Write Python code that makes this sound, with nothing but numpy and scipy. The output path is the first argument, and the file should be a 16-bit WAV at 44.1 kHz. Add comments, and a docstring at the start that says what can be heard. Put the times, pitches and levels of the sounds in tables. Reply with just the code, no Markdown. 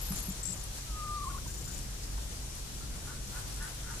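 """Thin high squeaks twitter close on the left, over a low rumble, a machine-like hum, airy hiss and a faint
insect whirr. Soft deep booms come and go. An emu drums hollow, very low beats in this farm yard by ringing
its throat sac; dry litter taps, scuffs and crackles. A bird's falling whistle breaks into a warble and
yelps, and the squeaks return as a trill. A far bird gives hoarse calls: rough pulses through its throat
resonance, echoed by sheds and trees."""
import sys
import numpy as np
from scipy import signal
from scipy.fft import rfft, irfft, next_fast_len
from scipy.io import wavfile
from scipy.ndimage import uniform_filter1d, map_coordinates

SR = 44100
rng = np.random.default_rng(int(sys.argv[2]) if len(sys.argv) > 2 else 0)


def to_wav(sig):
    """Store sig (one row per channel, or 1-D mono) as 16-bit WAV at the path in sys.argv[1].

    Samples outside -1..1 are clipped; the rate is SR.
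    """
    pcm = np.clip(np.atleast_2d(sig), -1, 1) * 32767
    pcm = np.round(pcm).astype(np.int16)
    wavfile.write(sys.argv[1], SR, pcm.T)  # frames by channels


N = 176400

# Noise spectra. Each row: frequency in Hz, relative level in dB.
RUMBLE_SPECTRUM = [(5, -28), (15, -6), (30, -3), (46, 1.5), (56, -2), (64, -3.5), (100, -9), (135, -12),
                   (180, -13), (215, -16), (400, -23.5), (800, -37), (2000, -48)]
HISS_SPECTRUM = [(100, -7), (400, 2), (700, 0), (1200, -0.5), (2200, -2.5), (3200, -0.7), (4500, 1.44),
                 (5800, 1.5), (6600, 2.5), (8000, 1.14), (10300, -1.15), (11500, -4.5), (13000, -5.5),
                 (14500, -13)]
INSECT_SPECTRUM = [(5000, -62), (5480, -18), (5650, 1.5), (5850, -4), (6100, -3), (6300, -23), (7000, -60)]
TAP_SPECTRUM = [(300, -11), (800, -6), (1150, -2), (1550, -1.5), (2200, -22), (3900, -14), (6000, -27)]
SNAP_SPECTRUM = [(300, -2), (1300, 1), (2500, -15), (4200, -6), (6500, 5), (9000, -16)]
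SCUFF_SPECTRUM = [(500, -7), (2500, -20), (5000, -7), (6900, 2.5), (9000, -3.5), (14000, -15)]
CRACKLE_SPECTRUM = [(2000, -28), (6000, -10), (8500, -6), (10300, 1.5), (11300, -8), (12500, -20)]
# Hum lines. Each row: frequency in Hz, rms level in dB.
HUM_LINES = [(41.8, -49.5), (51.7, -47.5), (76, -67), (96, -56), (103.5, -63.5), (120.3, -67.5),
             (129.5, -53.5), (155.3, -63.5)]
# Hiss envelope. Each row: time in seconds, relative level in dB.
HISS_ENVELOPE = [(0.0, -50.5), (0.04, -51), (0.19, -49.5), (0.21, -51.5), (0.7, -52), (0.78, -51.5),
                 (0.83, -52.5), (2.0, -53.5), (2.03, -53.5), (2.07, -53.5), (3.23, -53.5), (3.39, -50.5),
                 (3.45, -53), (3.51, -51.5), (3.93, -52.5), (4.0, -51.5)]
# Squeaks. Each row: start in seconds, length in seconds, pitch in Hz, level in dB, left over right in dB.
SQUEAK_NOTES = [(.013, 0.014, 11800, -43, 17), (.027, 0.017, 12100, -44.5, 19),
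                (.05, 0.027, 11900, -44.5, 14), (.081, 0.031, 11930, -45, 15),
                (.115, 0.03, 10940, -43.5, 22), (.156, 0.0084, 11900, -45, 12), (.165, .018, 7100, -46, 18),
                (.186, 0.023, 11160, -43.5, 22), (.225, 0.0082, 12350, -43, 22),
                (.234, .011, 11400, -44, 15), (.25, 0.031, 11600, -48, 20), (.285, 0.019, 11700, -44.5, 16),
                (.302, 0.0082, 7200, -45.5, 24), (.32, 0.0069, 7150, -43, 24),
                (.429, 0.018, 7600, -39.5, 28), (.45, 0.032, 7550, -40, 26), (.484, 0.031, 7610, -39.5, 26),
                (.52, 0.018, 7600, -40, 26), (.538, .011, 7040, -47, 17.5), (.572, 0.014, 7300, -48.5, 20),
                (.594, 0.025, 6960, -49.5, 20), (.636, 0.008, 11000, -44, 22)]
# Booms. Each row: centre in seconds, half width in seconds, pitch in Hz, level in dB.
BOOM_SWELLS = [(.036, 0.015, 44.3, -32), (.091, 0.012, 52, -30), (0.921, 0.022, 50, -34),
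               (2.176, .025, 49.4, -31.5), (3.615, .025, 45, -35.5), (3.795, .014, 52, -38)]
# Emu beats. Each row: start in seconds, level in dB, attack in seconds, ring t60 in seconds.
EMU_BEATS = [(.105, -22.5, 0.0039, 0.059), (0.283, -24, 0.0033, 0.062), (0.469, -37.5, 0.017, 0.24),
             (3.615, -35.5, .005, 0.062)]
# Throat sac modes. Each row: frequency in Hz, gain in dB, share of the beat's t60.
SAC_MODES = [(179.5, 2, 0.97), (153, -10, 0.98), (261, -7, 0.51), (109, -13.5, .7)]
# Taps. Each row: start in seconds, ring level in dB, snap level in dB.
TAP_HITS = [(.122, -46, -35.5), (2.179, -48, -52)]
# Scuffs. Each row: centre in seconds, half width in seconds, level in dB, frequency ratio.
SCUFF_STROKES = [(.182, 0.026, -45.5, 1), (.775, 0.02, -49.5, 1), (2.04, 0.017, -50, 0.73),
                 (3.63, 0.014, -54, 1)]
# Whistle contour. Each row: time in seconds, pitch in Hz.
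WHISTLE_PITCH = [(.86, 1350), (.94, 1241), (.98, 1254), (1.01, 1213), (1.045, 1233), (1.09, 1201),
                 (1.14, 1202), (1.19, 1184), (1.205, 1164), (1.24, 1214), (1.252, 1096), (1.275, 1050),
                 (1.29, 1135), (1.35, 1120), (1.374, 1077), (1.39, 1550)]
# Whistle envelope. Each row: time in seconds, level in dB.
WHISTLE_ENVELOPE = [(.86, -62), (.92, -58), (.96, -48.5), (1.04, -40.5), (1.09, -41.5), (1.125, -41.3),
                    (1.185, -40.5), (1.205, -42.5), (1.23, -42), (1.25, -44), (1.28, -41), (1.317, -52.5),
                    (1.335, -47), (1.355, -45.5), (1.385, -49)]
# Yelps. Each row: start in seconds, length in seconds, first pitch in Hz, last pitch in Hz, level in dB.
YELP_NOTES = [(1.299, 0.019, 1450, 1357, -49.5), (1.459, 0.012, 1030, 930, -49),
              (1.477, 0.031, 1540, 1640, -57.5)]
# Hoarse calls. Each row: centre in seconds, half width in seconds, pitch and throat ratio, level in dB,
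# clear partial in Hz.
FAR_CALLS = [(1.692, 0.018, 1, -58.5, 1560), (2.815, 0.032, 0.96, -61, 1460), (2.92, 0.023, 1, -61, 1570),
             (3.1, .025, 1, -50.3, 1480), (3.365, 0.0263, 1, -48.5, 1460), (3.635, 0.034, 1.02, -50, 1790),
             (3.902, 0.041, 1.04, -52.5, 1420)]
# Far bird's throat resonance. Each row: frequency in Hz, relative gain in dB.
THROAT_RESPONSE = [(300, -29), (700, -16), (860, -8.5), (1050, -9), (1250, -4.5), (1450, 0.5), (1680, -8.5),
                   (1950, -15), (3500, -35)]
# Crackles. Each row: start in seconds, level in dB.
CRACKLE_HITS = [(2.551, -45), (2.744, -49), (3.398, -50), (3.524, -49), (3.542, -47), (3.561, -46),
                (3.579, -48), (3.625, -42), (3.636, -45), (3.649, -46), (3.747, -48), (3.908, -48)]
# Stereo likeness of the noise. Each row: frequency in Hz, left-right correlation.
NOISE_CORRELATION = [(60, 0.9), (120, 0.72), (200, 0.69), (380, 0.46), (700, 0.36), (1300, 0.0029),
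                     (2400, 0.04), (4400, -0.093), (9000, -0.048)]
# Stereo balance of the noise. Each row: frequency in Hz, left over right in dB.
NOISE_BALANCE = [(100, 1), (700, 1.2), (2400, 1.1), (4400, 1.5), (6300, 4), (8200, 7), (11000, 3.5),
                 (14500, -4.5)]
# Yard reverberation. Each row: frequency in Hz, t60 in seconds.
YARD_T60 = [(150, .35), (1500, 0.32), (10000, 0.099)]

TIME_S = np.arange(N) / SR


def amp(db):
    """Decibels to gain."""
    return 10 ** (np.asarray(db) / 20)


def unit_rms(x):
    """Scale to rms 1."""
    return x / np.sqrt(np.mean(x ** 2) + 1e-20)


def at_hz(points, hz):
    """Interpolate (Hz, value) points on a log axis."""
    knots_hz, values = np.transpose(points)
    return np.interp(np.log(hz + 1), np.log(knots_hz + 1), values)


def curve(points):
    """Join (seconds, value) points with lines."""
    return np.interp(TIME_S, *np.transpose(points))


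def wobble(knots_per_s):
    """Smooth random curve."""
    return map_coordinates(rng.standard_normal(int(N * knots_per_s / SR) + 4), [TIME_S * knots_per_s])


def gate(start_s, length_s, edge_s=0.0027):
    """On-off envelope with short ramps."""
    t = TIME_S - start_s
    return np.clip(np.minimum(t, length_s - t) / edge_s, 0, 1)


def swell(centre_s, width_s):
    """Bell-shaped envelope."""
    return np.exp(-((TIME_S - centre_s) / width_s) ** 2 / 2)


def decay(start_s, t60_s):
    """Sudden onset, exponential fall."""
    t = TIME_S - start_s
    return amp(-60 * np.abs(t) / t60_s) * (t > 0)


def tone(hz, octave_db=-26):
    """Sine of rms 1 on a moving pitch, plus its octave."""
    phase = 2 * np.pi * np.cumsum(hz) / SR
    return np.sqrt(2) * (np.sin(phase) + amp(octave_db) * np.sin(2 * phase))


def filtered(x, response):
    """Apply a gain given as a function of Hz."""
    size = next_fast_len(N + SR // 2)
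    return irfft(rfft(x, size) * response(np.fft.rfftfreq(size, 1 / SR)), size)[..., :N]


def pan(left_db):
    """Left and right gains with a mean of 1."""
    gains = amp(np.array([np.atleast_1d(left_db), -np.atleast_1d(left_db)]) / 2)
    return gains / gains.mean(0)


def stereo_noise(spectrum, patch_db=0):
    """Shaped noise, optionally patchy; alike in both ears in the bass, mostly left in the treble."""
    def mid_side_gains(hz):
        angle = np.arccos(np.clip(at_hz(NOISE_CORRELATION, hz), -1, 1)) / 2
        return amp(at_hz(spectrum, hz)) * [np.cos(angle), np.sin(angle)]

    bins = signal.stft(rng.standard_normal((2, N)), nperseg=512)[2]
    patches = uniform_filter1d(rng.standard_normal(bins.shape[1:]), size=14, axis=0)
    patches = unit_rms(uniform_filter1d(patches, size=10, axis=1))
    pair = signal.istft(bins * amp(patch_db * patches), nperseg=512)[1][:, :N]
    mid, side = filtered(pair, mid_side_gains)
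    ears = np.array([mid + side, mid - side]) / mid.std()
    return filtered(ears, lambda hz: pan(at_hz(NOISE_BALANCE, hz)))


def yard_reverb(x):
    """Diffuse stereo echo from sheds and trees."""
    hz, t, bins = signal.stft(rng.standard_normal((2, SR // 2)), SR, nperseg=256)
    tail = signal.istft(bins * amp(-60 * t / at_hz(YARD_T60, hz)[:, None]), SR, nperseg=256)[1]
    return signal.fftconvolve(x[None], tail / np.linalg.norm(tail[0]), axes=1)[:, :N]


def hum(waver_db=0.7, drift_rad=0.39):
    """Machine-like low sines, slightly unsteady in level and phase."""
    lines = np.zeros(N)
    for hz, db in HUM_LINES:
        peak = np.sqrt(2) * amp(db + waver_db * wobble(3.06))
        lines += peak * np.sin(2 * np.pi * (hz * TIME_S + rng.random()) + drift_rad * wobble(1.97))
    return lines


def rumble(level_db=-44, waver_db=1.42):
    """Low noise that swells at random."""
    return amp(level_db + waver_db * wobble(5.93)) * stereo_noise(RUMBLE_SPECTRUM)


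def hiss(gain_db=4.5, flicker_db=0.53):
    """Airy broadband noise with a slight flicker."""
    level = amp(curve(HISS_ENVELOPE) + gain_db + flicker_db * wobble(25.03))
    return level * stereo_noise(HISS_SPECTRUM, patch_db=0.79)


def insects(level_db=-63, waver_db=1.5):
    """Faint, wavering narrow-band whirr from the trees."""
    return amp(level_db + waver_db * wobble(5.1)) * stereo_noise(INSECT_SPECTRUM)


def squeaks(notes, octave_db=-16.5, jitter=0.0172, rasp_db=-8, scoop_s=0.0014, flutter_db=2):
    """High notes that scoop up, sag mid-note and drop away, with spurts of rasp around the tone."""
    pitch_hz, level = np.zeros(N), np.zeros((2, N))
    for start_s, length_s, hz, db, left_db in notes:
        envelope = gate(start_s, length_s)
        t = TIME_S[envelope > 0] - start_s
        bend = 0.06 * (2 * t / length_s - 1) ** 4
        scoop_depth = 0.22 * (hz / 12000) ** 2
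        scoop = scoop_depth * np.exp(-np.minimum(t, length_s - t) / scoop_s)
        pitch_hz[envelope > 0] = hz * (1 + bend - scoop)
        level += amp(db) * envelope * pan(left_db)
    pitch_hz *= 1 + jitter * wobble(700) + 0.01245 * wobble(120)
    rasp = amp(rasp_db) * unit_rms(wobble(4400) * amp(2.5 * wobble(300)))
    flutter = amp(flutter_db * wobble(350))
    return level * (flutter + rasp) * tone(pitch_hz, octave_db)


def booms():
    """A few cycles of very deep tone swell out of the rumble."""
    return sum(amp(db) * swell(centre_s, width_s) * np.cos(2 * np.pi * hz * (TIME_S - centre_s))
               for centre_s, width_s, hz, db in BOOM_SWELLS)


def emu_drumming(echo_s=0.0214, echo_db=-9, reverb_db=-10):
    """Each beat rings the throat sac; a wall throws it back."""
    sac = np.zeros(N)
    for start_s, db, attack_s, t60_s in EMU_BEATS:
        t = np.maximum(TIME_S - start_s, 0)
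        onset = 1 - np.exp(-(t / attack_s) ** 2)
        for hz, mode_db, share in SAC_MODES:
            sac -= amp(db + mode_db - 60 * t / (t60_s * share)) * onset * np.sin(2 * np.pi * hz * t)
    echo = np.interp(TIME_S - echo_s, TIME_S, sac)
    return sac + amp(echo_db) * echo + amp(reverb_db) * yard_reverb(sac).mean(0)


def taps(ring_t60_s=0.1, snap_t60_s=0.014):
    """Light taps: a bright snap, then a duller ring of noise."""
    rings = sum(amp(db) * decay(start_s, ring_t60_s) for start_s, db, _ in TAP_HITS)
    snaps = sum(amp(db) * decay(start_s, snap_t60_s) for start_s, _, db in TAP_HITS)
    return rings * stereo_noise(TAP_SPECTRUM) + snaps * stereo_noise(SNAP_SPECTRUM)


def scuffs(grain_db=3.3):
    """Brief swells of grainy noise in dry litter."""
    strokes = np.zeros((2, N))
    for centre_s, width_s, db, ratio in SCUFF_STROKES:
        spectrum = [(hz * ratio, band_db) for hz, band_db in SCUFF_SPECTRUM]
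        strokes += amp(db) * swell(centre_s, width_s) * stereo_noise(spectrum)
    return strokes * unit_rms(amp(grain_db * wobble(600)))


def whistling_bird(break_s=1.25, warble_hz=42.8, flutter_db=2.5, right_lag_s=0.00014, reverb_db=-14.5):
    """Near-pure falling whistle that breaks into a warble and ends in short yelps."""
    unsteady = np.clip(1 + (TIME_S - break_s) / 0.093, 0.12, 1)
    vibrato = np.sin(2 * np.pi * warble_hz * (TIME_S - break_s) + np.pi)
    warble = 0.0314 * unsteady * (vibrato + 1.09 * wobble(130))  # share of the pitch
    on_s, off_s = WHISTLE_ENVELOPE[0][0], WHISTLE_PITCH[-1][0]
    voice = tone(curve(WHISTLE_PITCH) * (1 + warble)) * gate(on_s, off_s - on_s)
    voice *= amp(curve(WHISTLE_ENVELOPE) + flutter_db * unsteady * wobble(140))
    for start_s, length_s, first_hz, last_hz, db in YELP_NOTES:
        glide_hz = curve([(start_s, first_hz), (start_s + length_s, last_hz)])
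        voice += amp(db) * gate(start_s, length_s) * tone(glide_hz * (1 + warble / 2))
    ears = np.array([voice, np.interp(TIME_S - right_lag_s, TIME_S, voice)])
    return ears * pan(left_db=5.5) + amp(reverb_db) * yard_reverb(voice)


def trill(start_s=1.472, step_s=0.0335, note_s=0.024, pitch_hz=7100, level_db=-51, left_db=27):
    """Ten soft, raspy squeaks, slightly uneven in timing and level."""
    notes = [(start_s + k * step_s + 0.0026 * late, note_s, pitch_hz, level_db + scatter_db, left_db)
             for k, (late, scatter_db) in enumerate(rng.standard_normal((10, 2)))]
    return squeaks(notes, octave_db=-9.5, jitter=0.027, rasp_db=-3.5)


def far_bird(base_hz=288.1, arch=0.07, noise_share=0.5, clear_db=-4.5, reverb_db=-3):
    """Rough pulses on an arched pitch pass a throat resonance; one partial rings clear; the yard echoes."""
    voice = np.zeros(N)
    jitter = 1 + 0.027 * wobble(150)
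    noise = rng.standard_normal(N)
    for centre_s, width_s, ratio, db, clear_hz in FAR_CALLS:
        effort = swell(centre_s, width_s)
        bend = jitter * (1 + arch * (effort - 1))
        cycles = np.cumsum(base_hz * ratio * bend) / SR
        pulses = unit_rms(np.diff(np.floor(cycles), prepend=0))
        breath = unit_rms(noise * (1 + np.cos(2 * np.pi * cycles)))
        source = np.sqrt(1 - noise_share) * pulses + np.sqrt(noise_share) * breath
        call = filtered(source, lambda hz: amp(at_hz(THROAT_RESPONSE, hz / ratio)))
        voice += amp(db) * effort * unit_rms(call)
        voice += amp(db + clear_db) * effort ** 2 * tone(clear_hz * bend)
    return voice * pan(left_db=3.5) + amp(reverb_db) * yard_reverb(voice)


def crackles(t60_s=0.033):
    """Fine ticks of high noise on dry ground."""
    envelope = sum(amp(db) * decay(start_s, t60_s) for start_s, db in CRACKLE_HITS)
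    return envelope * stereo_noise(CRACKLE_SPECTRUM)


def scene():
    """Stereo mix of the yard."""
    foreground = emu_drumming() + booms() + whistling_bird() + squeaks(SQUEAK_NOTES) + trill()
    distant_calls = far_bird()
    litter = scuffs() + taps() + crackles()
    background = insects() + hum() + rumble() + hiss()
    return foreground + distant_calls + litter + background


def record(dry):
    """Brick-wall low-pass."""
    cutoff_hz = 14650
    return filtered(dry, lambda hz: hz < cutoff_hz)


dry = scene()
out = record(dry)
to_wav(out)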